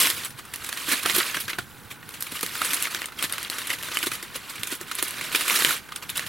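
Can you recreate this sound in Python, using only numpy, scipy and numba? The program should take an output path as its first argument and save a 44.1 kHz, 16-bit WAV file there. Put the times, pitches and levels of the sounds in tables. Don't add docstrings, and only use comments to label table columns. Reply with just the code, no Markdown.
import sys
import numpy as np
from scipy import signal
from scipy.fft import rfft, irfft, next_fast_len
from scipy.io import wavfile
from scipy.ndimage import uniform_filter1d
from numba import njit

SR = 44100
rng = np.random.default_rng(int(sys.argv[2]) if len(sys.argv) > 2 else 0)


def int16_out(signal):
    q = np.round(np.clip(np.atleast_2d(signal).T, -1, 1) * 32767)
    wavfile.write(sys.argv[1], SR, q.astype(np.int16))


def magnitude_from_level(level_db):
    exponent = np.asarray(level_db, float) / 20
    return 10 ** exponent


N = 276948

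# (frequency [Hz], density [dB per Hz])
AIR_SPECTRUM = [(25, -17.5), (118, -6.5), (480, -14.5), (600, -21.5), (850, -14), (1500, -19),
                (1900, -19.5), (4500, -50), (16000, -26)]
# (time [s], effort [dB], fine crackle share [dB], left minus right [dB])
HANDLING = [(0, -16.5, -2, -1), (.125, -28, -5.5, -1.5), (.265, -32.5, -10, -1), (.29, -46.5, -13, 2),
            (.52, -39, -12, -1.5), (.9, -26, -8, -2.5), (1.18, -23.5, -9, -3.5), (1.26, -24, -10.5, -2.5),
            (1.62, -47.5, -5.5, -1), (1.98, -44.5, -11.5, -0.5), (2.68, -26.5, -7, -1.5),
            (3.3, -30, -14, -0.5), (4.05, -31, -9, -1), (4.3, -37.5, -14.5, -0.5), (5.3, -28.5, -12, -2.5),
            (5.52, -18.5, -7, -2), (5.73, -19.5, -7, -2.5), (5.82, -42.5, -11, -1.5)]
# (time [s], length [s], depth [dB])
LULLS = [(0.7, .03, -4), (1.02, 0.071, -7.5), (1.407, 0.026, -9), (1.58, 0.023, -8), (2.89, 0.028, -12),
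         (3.109, 0.14, -15), (3.283, 0.043, -15), (3.495, 0.023, -8), (3.78, 0.1, -6.5),
         (4.093, 0.021, -15), (4.775, 0.05, -10), (4.852, 0.034, -7), (5.453, 0.073, -2), (6, 0.044, -18)]
ZONES_HZ = (450, 2300, 10000)
# (frequency [Hz], gain [dB])
FOIL_RESPONSE = [(95, -18.5), (300, 5), (850, -2.5), (1060, 8), (1550, 7.5), (4000, 6), (5000, 2),
                 (6400, 1), (11500, 5), (14800, -2.5), (16000, -3)]
# (time [s], level [dB], pitch [Hz])
BUMPS = [(0.031, -37, 194), (0.342, -38, 124), (0.924, -34, 234), (1.069, -39, 207), (1.137, -34, 204),
         (1.181, -33, 229), (1.359, -39, 152), (1.584, -34, 216), (1.768, -43, 116), (1.85, -38, 113),
         (1.916, -40, 129), (2.429, -34, 178), (2.688, -41, 175), (2.92, -43, 214), (3.237, -42, 143),
         (4.594, -43, 121), (5.324, -39.5, 138), (5.522, -36.5, 213), (5.61, -36.5, 167), (5.665, -34, 151),
         (6.177, -43.5, 161),
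         (1.586, -33.5, 115), (1.622, -43, 135)]
# (time [s], level [dB], treble [dB], loudest facet [Hz])
KINK_CRACKS = [(0.0435, -6.5, -8, 3140), (0.1014, -10, -1, 3320), (0.2353, -19, -8, 3700),
               (0.2484, -17, 8, 7840), (0.5599, -24, 7, 10030), (0.7671, -21, -6, 1680),
               (0.8191, -30, 9, 8010), (0.9067, -13, -7, 2150), (0.9761, -21, -2, 2410),
               (0.9941, -20, 0, 11930), (1.0331, -15, 4, 9390), (1.0543, -6, -16, 1460),
               (1.0593, -4, -9, 800), (1.0976, -7, -4, 4400), (1.165, -11, 9, 11760),
               (1.2021, -7, -5, 3400), (1.2444, -23, -10, 1890), (1.2662, -22, -9, 3060),
               (1.2985, -19, -1, 3320), (1.3464, -19, -8, 1720), (1.4067, -21, 5, 9950),
               (1.5862, -9, -16, 810), (2.0908, -19, 5, 15120), (2.2243, -7, 15, 12600),
               (2.2673, -23, -9, 3530), (2.3208, -22, 3, 10720), (2.3924, -20, -3, 1980),
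               (2.464, -20, 5, 13520), (2.4939, -25, -2, 2070), (2.7111, -15, -2, 5210),
               (2.721, -27, -1, 2580), (2.7333, -10, 0, 2200), (4.6719, -17, 6, 8500),
               (2.8204, -16, 3, 8570), (2.8248, -15, 10, 11240), (2.8433, -23, 0, 1850),
               (2.8544, -16, -12, 1940), (2.8747, -22, -7, 1510), (2.9478, -7, -14, 1550),
               (3.0429, -25, -15, 3230), (3.0578, -17, 6, 9000), (3.2412, -20, -5, 3830),
               (3.325, -10, -1, 10210),
               (3.335, -18, -3, 2200), (3.3815, -17, -8, 1380), (3.4293, -18, 6, 10500),
               (3.449, -18, -5, 3060), (3.4999, -14, 3, 4500), (3.571, -23, -9, 1290),
               (3.585, -18, 0, 1240), (3.6172, -15, -14, 3700), (3.648, -26, -9, 2110),
               (3.8269, -20, 6, 11000), (3.6711, -21, 4, 10550), (3.6832, -24, -1, 3660),
               (3.6944, -20, 1, 1420), (3.833, -16, 2, 3040), (3.9541, -22, -3, 1550),
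               (3.971, -7, -5, 3000), (3.9886, -14, 6, 9040), (4.029, -12.5, -1, 3500),
               (4.034, -24, -1, 3140), (4.0386, -23, -5, 1420), (4.071, -13, -2, 3750),
               (4.1087, -23, -6, 1340), (4.5813, -23, -16, 1460), (4.6334, -11.5, 0, 2370),
               (4.8067, -24, -9, 1340), (4.9525, -15, 8, 10160), (5.1219, -28, -10, 2800),
               (5.1415, -20, -7, 3570), (5.1878, -25, -12, 2410), (5.2112, -18.5, -8, 2360),
               (5.3175, -15, -9, 2760), (5.3498, -12, -13, 2430), (5.41, -18, -6, 2670),
               (5.4812, -12, 2, 9000), (5.4985, -7, -8, 2240), (5.5322, -12, 1, 1080),
               (5.543, -9, 3, 11760), (5.56, -5, -4, 4030), (5.6227, -4, -8, 2900), (5.649, -16, 4, 12700),
               (5.7086, -4.5, -5, 1420), (5.921, -25, -9, 1290), (6.094, -19, -6, 3640),
               (6.1022, -18, 10, 9690), (6.1715, -21, 11, 9690)]
# (time [s], level [dB], treble [dB], loudest facet [Hz])
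CREASE_SNAPS = [(0.0704, -11.5, -6, 2040), (0.305, -31.5, -3.5, 1840), (0.4524, -40, 0, 1340),
                (0.5375, -17.5, -6.5, 2760), (0.664, -37, 8, 8220), (0.6901, -16.5, -9, 1240),
                (0.7726, -16, -12, 1890), (1.0592, -7.5, -11, 1234), (1.163, -16, 0, 12000),
                (1.3685, -11.5, -15, 1570), (1.4805, -14, -15, 1550), (1.5318, -15.5, -19, 2620),
                (1.5866, -12.5, -16.5, 1520), (2.0136, -40, -31, 1110), (2.0286, -27, -25, 1920),
                (2.2069, -25, -1, 11900), (2.3086, -37, -11, 1910), (2.5535, -19.5, -9, 1470),
                (2.6164, -8, -15, 1350), (2.7334, -15, -4.5, 9600), (2.743, -27, 7, 10800),
                (2.7704, -17, -15, 1930), (2.8522, -16, -16, 2040), (3.042, -18, -24, 3040),
                (3.0848, -22.5, -24, 1480),
                (3.188, -27.5, -1, 3060), (3.2956, -21.5, -9, 1180), (3.335, -16.5, -13, 2230),
              (3.3815, -17, -12, 1450), (3.572, -35, -15, 1930), (3.5845, -20, -6, 1170),
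              (3.6466, -32, -17, 1470), (3.671, -22.5, -2, 10300), (3.786, -23, -10, 1860),
              (3.885, -19.5, -12, 1440), (3.944, -24.5, -1, 1470), (4.0378, -19, -8, 1350),
              (4.0685, -13, -7.5, 1930), (4.1168, -12.5, -12, 2500), (4.1522, -22, -7, 3180),
              (4.2267, -23, -5.5, 1910), (4.6724, -23, -1, 1500), (4.752, -28, 0, 11200),
              (5.1208, -39, -17, 2900), (5.1414, -33, -16, 2350), (5.2109, -17, -10, 2360),
              (5.348, -4, -16.5, 2370), (5.3583, -13, -4.5, 3250), (5.4806, -12, -7.5, 1470),
              (5.5064, -8, -17, 3160), (5.889, -27.5, -13, 1600), (5.921, -17.5, -21, 1200),
              (5.96, -18, -9, 9000), (6.1712, -22.5, 2.5, 9770), (6.177, -15.5, -6, 3820)]
# (time [s], level [dB], treble [dB], loudest facet [Hz], t60 [s])
BUCKLE_RUNS = [(0.1004, -17.5, -2.5, 2010, 0.074), (0.1652, -30, -2, 2930, 0.092),
               (0.2482, -23, -2.5, 7900, 0.085), (0.3889, -25, -12, 1180, 0.074),
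               (0.885, -18.5, -5.5, 1710, 0.097), (0.9328, -14, -30, 1750, 0.071),
               (0.994, -20.5, -14, 2540, 0.072), (1.03, -18.5, -8, 1230, 0.072),
               (1.097, -16, -5.5, 2060, 0.099), (1.1474, -13, -5.5, 11950, 0.13),
               (1.183, -15, -0.5, 3300, 0.084), (1.244, -22, -30, 1820, 0.058),
               (1.3437, -14, -12.5, 3240, 0.084), (1.402, -21.5, -3.5, 11500, 0.094),
               (1.4949, -17, -12.5, 2080, 0.1), (1.905, -27, -17, 1370, 0.072),
               (1.9114, -25.5, -9, 2250, 0.075), (2.14, -26.5, -9, 2910, 0.1),
               (2.2673, -23, -11, 2210, 0.066), (2.319, -24.5, -4, 1910, 0.07),
               (2.4295, -14, -5.5, 1270, 0.049), (2.647, -17, -5.5, 8400, 0.096),
               (2.7062, -16.5, -11, 2700, 0.064), (2.8706, -16, -18, 1320, 0.054),
               (3.239, -14, -9, 3970, 0.069), (3.5346, -31, -4, 2040, 0.059), (3.702, -12, -12, 2010, 0.079),
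             (3.7307, -17.5, -9, 1970, 0.076), (3.8329, -31, -8, 2970, 0.056),
             (3.916, -17.5, -15, 2920, 0.064), (3.9523, -19.5, -16, 3030, 0.069),
             (4.029, -17, -6, 1400, 0.073), (4.061, -20, -4, 2590, 0.05), (4.357, -21.5, -4.5, 2880, 0.062),
             (4.498, -27, -2, 1960, 0.061), (4.556, -26, -8.5, 2270, 0.078),
             (4.9137, -14.5, -11, 1300, 0.045), (4.952, -34, 6, 10200, 0.061),
             (4.9868, -16.5, -10.5, 3790, 0.094), (5.3258, -19, -5.5, 2560, 0.062),
             (5.4086, -16.5, -6.5, 2680, 0.075), (5.5556, -12, -5.5, 3860, 0.089),
             (5.65, -14.5, -12, 2120, 0.079), (4.133, -25, -3, 2000, 0.1),
             (6.0248, -21, -14.5, 1180, 0.079), (6.0933, -19, -11, 3740, 0.059),
             (6.156, -20.5, -10, 2970, 0.11), (6.264, -22, -10, 3200, 0.088),
               (0.05, -12, -13.5, 3300, .17), (0.78, -27, -7, 2800, .06), (4.7175, -21, -6.5, 1470, 0.16),
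         (.915, -14.5, -24, 1900, .1), (0.92, -19, 0, 2400, 0.12), (0.64, -28, -7, 2700, 0.076),
         (1.2, -12.5, -33, 1930, 0.12), (3.8, -30, -9, 1800, 0.12), (4.345, -28, -10, 2500, 0.083),
         (4.595, -32, -4.5, 12000, 0.075), (2.355, -26, -6, 2840, 0.15), (5.24, -22.5, -10.5, 2900, .17),
         (3.121, -26, -16, 1410, 0.037), (6.121, -34, -16, 1950, 0.17), (6.22, -25.5, -15, 1730, 0.3)]
# (time [s], level [dB], main facet [Hz])
FLAPS = [(0.885, -29, 286), (0.926, -25, 234), (1.056, -27, 396), (1.162, -22, 293), (1.182, -23, 358),
         (1.37, -27, 302), (1.586, -26.5, 317), (2.324, -29, 315), (2.43, -23.5, 470), (2.613, -31, 463),
         (3.238, -25.5, 336), (3.338, -35, 377), (3.586, -38, 331), (3.916, -33, 440), (4.033, -28, 314),
         (4.069, -23.5, 371), (4.225, -33, 330), (4.355, -30, 517), (4.724, -27, 287), (4.81, -32, 390),
         (5.028, -28, 326), (5.343, -29, 310), (0.387, -34, 330), (5.669, -28, 288)]
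# (time [s], level [dB], treble [dB], loudest facet [Hz])
TICKS = [(0.5594, -29.5, 1, 10150), (0.6459, -23.5, -4.5, 8100), (0.7273, -17.5, -10.5, 3320),
         (0.817, -42, 1, 7990), (2.0911, -32, -7, 10600), (2.107, -38, -1, 1520),
         (2.2246, -38.5, 18, 12600), (2.4096, -20, -6.5, 11900), (2.4635, -29, 4, 13500),
         (2.8249, -26.5, 9, 2900), (2.9472, -11.5, -13, 1520), (3.018, -15, -14, 1800),
         (3.058, -30, 3, 8470), (3.2254, -12.5, -7.5, 8100), (3.3241, -24.5, 0, 2310),
         (3.4294, -23.5, -3, 2030), (3.4993, -20, -2.5, 4470), (3.6172, -26, -10, 3940),
         (3.8272, -33, 0, 2970), (3.9712, -16, -8, 2740), (3.9886, -31, 2, 9150), (4.5812, -25, -29, 1350),
         (4.6334, -19, -4.5, 2400), (4.8124, -25, -4, 1240), (5.026, -15, -0.5, 9400),
         (5.0814, -29.5, 4.5, 2690), (5.108, -30, 2, 2630), (5.6209, -18, -23, 2800),
         (6.1, -31.5, 5.5, 9460), (6.1943, -15.5, -13, 1760)]
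# (time [s], level [dB], pitch [Hz])
PINGS = [(3.1905, -22.5, 3220), (3.9712, -17, 3000), (4.0385, -24, 1450), (1.0595, -24, 720),
         (1.0592, -22, 1300), (1.5865, -28, 700), (2.617, -28, 720), (1.5885, -23, 1420)]

SNAP_T60_S = 0.03


def colour(x, table):
    hz, db = np.transpose(table)
    size = next_fast_len(N)
    bin_hz = np.maximum(np.arange(size // 2 + 1) * SR / size, 1)
    gain = magnitude_from_level(np.interp(np.log(bin_hz), np.log(hz), db))
    return irfft(rfft(x, size) * gain, size)[..., :N]


def walk(rate_hz):
    hold = int(SR / rate_hz)
    steps = np.repeat(rng.standard_normal(N // hold + 1), hold)
    return uniform_filter1d(steps, hold)[:N]


@njit
def add(out, start, pole, left, right, length, rise):
    for g in range(len(start)):
        z = 1 + 0j
        for i in range(min(length[g], out.shape[1] - start[g])):
            z *= pole[g]
            push = z * min(i / rise, 1.)
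            out[0, start[g] + i] += (left[g] * push).imag
            out[1, start[g] + i] += (right[g] * push).imag


def damped_pole(hz, t60_s):
    return np.exp(2j * np.pi * hz / SR - np.log(1000) / (t60_s * SR))


def facets(s, hz, decay, place, phase, zone_db, db, cycles, shortest_s, rise_s, longest_s=.022):
    zone = np.interp(np.log(hz), np.log(ZONES_HZ), np.arange(3))
    tilt_db = sum(np.maximum(1 - abs(zone - k), 0) * zone_db[k] for k in range(3))
    t60_s = np.clip(cycles * (0.24 + 9.7 * decay ** 2) / hz, shortest_s, longest_s)
    equal_energy = np.sqrt(np.sqrt(hz / 16500) / (t60_s * SR))
    gain = magnitude_from_level(db + tilt_db) * equal_energy * np.exp(2j * np.pi * phase)
    pan_db = np.interp(s, *np.transpose(HANDLING)[[0, -1]])
    across = 2 * place - 1
    port = magnitude_from_level(pan_db / 2 + 3.17 * across) * np.exp(1.1j * (hz / 16500) ** 3 * across)
    out = np.zeros((2, N))
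    add(out, (s * SR).astype(np.int64), damped_pole(hz, t60_s), gain * port, gain / port,
        (t60_s * SR).astype(np.int64), rise_s * SR)
    return out


def rings(table, t60_s, rise_s, lean_db):
    s, db, hz = np.transpose(table)
    gain = magnitude_from_level(db) * magnitude_from_level(60 * rise_s / t60_s) + 0j
    out = np.zeros((2, N))
    add(out, (s * SR).astype(np.int64), damped_pole(hz, t60_s), gain / magnitude_from_level(lean_db), gain * magnitude_from_level(lean_db),
        np.full(len(s), int(t60_s * SR)), rise_s * SR)
    return out


def snaps():
    tick_db, snap_db, run_db, flap_db = 1, -4, -4.5, -20.5
    tick_t60_s, flap_t60_s = .008, 0.0449
    bass_db, bright_db = -24.5, 7.5
    rows = [(s, db + tick_db, treble_db + bright_db, bass_db, tick_t60_s, hz)
            for s, db, treble_db, hz in TICKS]
    rows += [(s, db + snap_db, treble_db + bright_db, bass_db, SNAP_T60_S, hz)
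             for s, db, treble_db, hz in CREASE_SNAPS]
    rows += [(s, db + run_db, treble_db + bright_db, bass_db, t60_s, hz)
             for s, db, treble_db, hz, t60_s in BUCKLE_RUNS]
    rows += [(s, db + flap_db, 0, 12, flap_t60_s, hz) for s, db, hz in FLAPS]
    return np.array(rows)


def effort(s):
    stir_offset_db, stir_t60_s, stir_per_run, stir_lead = -9, 0.12, 0.48, .7
    t = np.arange(0, N / SR, .002)
    at, db, treble_db, _, t60_s = snaps().T[:5, :, None]
    after = np.maximum(t - at, 0) / (stir_t60_s + stir_per_run * t60_s)
    before = np.maximum(at - t, 0) / (stir_lead * t60_s)
    size_db = 8 * np.log10(t60_s / SNAP_T60_S)
    stir_db = db + stir_offset_db + size_db - 60 * (after + before)
    times, bed_db, fine_db = np.transpose(HANDLING)[:3]
    lull_db = sum(depth_db * np.exp(-(2 * (t - lull_s) / length_s) ** 4)
                  for lull_s, length_s, depth_db in LULLS)
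    bed_db = np.interp(t, times, bed_db) + lull_db
    fine_bed_db = bed_db + np.interp(t, times, fine_db)
    mid = magnitude_from_level(bed_db) ** 2 + np.sum(magnitude_from_level(stir_db) ** 2, axis=0)
    fine = magnitude_from_level(fine_bed_db) ** 2 + np.sum(magnitude_from_level(stir_db + treble_db - 5.0) ** 2, axis=0)
    return np.interp(s, t, 10 * np.log10(mid)), np.interp(s, t, 10 * np.log10(fine))


def air(lean_db=1.5):
    level_db, whine_hz, whine_width_hz, whine_db = -44.5 - 3.5, 1470, 120, 6
    mid, side = colour(rng.standard_normal((2, N)), AIR_SPECTRUM)
    rumble_band = signal.butter(2, [70, 260], "band", fs=SR, output="sos")
    lumps = magnitude_from_level(3 * walk(25))
    mid = mid + (lumps - 1) * signal.sosfiltfilt(rumble_band, mid)
    whine = signal.lfilter(*signal.iirpeak(whine_hz, whine_hz / whine_width_hz, SR), mid)
    mid = mid + magnitude_from_level(whine_db) * whine
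    side = side + 0.82 * signal.hilbert(mid).imag
    low_side = signal.sosfiltfilt(signal.butter(1, 300, fs=SR, output="sos"), side)
    side = 0.14 * side + 0.5 * low_side
    pair = np.array([(mid + side) / magnitude_from_level(lean_db), (mid - side) * magnitude_from_level(lean_db)])
    return pair * magnitude_from_level(level_db) / np.sqrt(np.mean(mid ** 2))


def rustle():
    creases, flapping_db = 60000, -23.5
    pitch, decay, place, when, size, phase = rng.random((creases, 6)).T
    s = when * (N - 1) / SR
    hz = 110 + 16500 * pitch ** 1.7
    mid_db, fine_db = effort(s)
    zone_db = (mid_db + flapping_db + 19.5, mid_db, fine_db + 5.5)
    flurry_db = (1.1 * walk(25) + 1.1 * walk(70))[(s * SR).astype(int)]
    size_db = -1.8 * np.log(1 - size)
    return facets(s, hz, decay, place, phase, zone_db, 15 + flurry_db + size_db,
                  cycles=37.0, shortest_s=0.0037, rise_s=0.000064)


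def bumps():
    return magnitude_from_level(-2.5) * rings(BUMPS, t60_s=0.092, rise_s=0.007, lean_db=4)


def strays():
    count, level_db, spread_db = 900, -4, 2.5
    when, size, tint, pitch = rng.random((count, 4)).T
    s = when * (N / SR - .01)
    mid_db, fine_db = effort(s)
    treble_db = fine_db - mid_db + 2.0 + 16 * (tint - .5)
    hz = np.where(treble_db > 0, 8000 + 7000 * pitch, 1100 + 3400 * pitch)
    db = mid_db + level_db - spread_db * np.log(1 - size)
    return np.transpose([s, db, treble_db, hz])


def cracks():
    count, crack_db, spread = 28, 10, 0.31
    table = np.vstack([KINK_CRACKS, strays()])
    s, db, treble_db, ping_hz = np.repeat(table, count, axis=0).T
    pitch, decay, place, delay, _, phase, kind = rng.random((len(s), 7)).T
    place = np.repeat(place[::count], count)
    near = kind < .4
    phase = np.where(near, phase, .2 + .1 * phase)
    near_hz = np.minimum(ping_hz * (1 + spread * (pitch - .5)), 16000)
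    hz = np.where(near, near_hz, 450 + 15500 * pitch ** 1.508)
    loud_db = db + crack_db - np.maximum(treble_db, 0)
    zone_db = (0 * s - 12, 0 * s, treble_db - 3)
    return facets(s + .0004 * delay * near, hz, decay, place, phase, zone_db, loud_db,
                  cycles=4.5, shortest_s=.002, rise_s=.00005)


def buckles():
    facets_each = 260
    s, mid_db, treble_db, bass_db, t60_s, ping_hz = np.repeat(snaps(), facets_each, axis=0).T
    pitch, decay, place, order, size, phase, kind = rng.random((len(s), 7)).T
    sings = kind < .03
    hz = np.where(sings, ping_hz * (0.982 + 0.046 * pitch), 90 + 16500 * pitch ** 2)
    t60_s = np.clip(t60_s, .005, .17)
    way = order ** 1.8
    swell = np.clip((t60_s / .1) ** 2, 0, 1)
    fade_db = -(1 - swell) * 24 * way - swell * 50 * (way - .3) ** 2
    area_db = 5 * np.log10(t60_s / 0.043)
    size_db = -0.79 * np.log(1 - size)
    db = mid_db + 12.5 + area_db + 8 * sings + fade_db + size_db
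    late_s = (.4 - .15 * swell) * t60_s * way
    zone_db = (bass_db + 19.5, 0 * s, treble_db - 0.5)
    return facets(s + late_s - .0002, hz, decay, place, phase, zone_db, db,
                  cycles=49, shortest_s=0.001, rise_s=0.00022, longest_s=np.minimum(t60_s, .022))


def pings():
    return rings(PINGS, t60_s=0.027, rise_s=0.0013, lean_db=2.5)


def corner(x, t60_s=0.13, wet_db=-14):
    t = np.arange(int(.2 * SR)) / SR
    tail = rng.standard_normal((2, len(t))) * magnitude_from_level(-60 * t / t60_s) * (t > .002)
    tail = tail / np.sqrt(np.sum(tail ** 2) / 2)
    return x + magnitude_from_level(wet_db) * signal.fftconvolve(x, tail, axes=1)[:, :N]


def scene():
    foil = colour(rustle() + cracks() + buckles(), FOIL_RESPONSE)
    return air() + corner(foil + bumps() + pings())


def low_pass(x):
    return signal.sosfilt(signal.butter(12, 17050, fs=SR, output="sos"), x)


def record(dry):
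    top_cut = signal.ellip(10, .2, 45, 15950, fs=SR, output="sos")
    mix = signal.sosfilt(top_cut, dry)
    return low_pass(mix)


dry = scene()
out = record(dry)
int16_out(out)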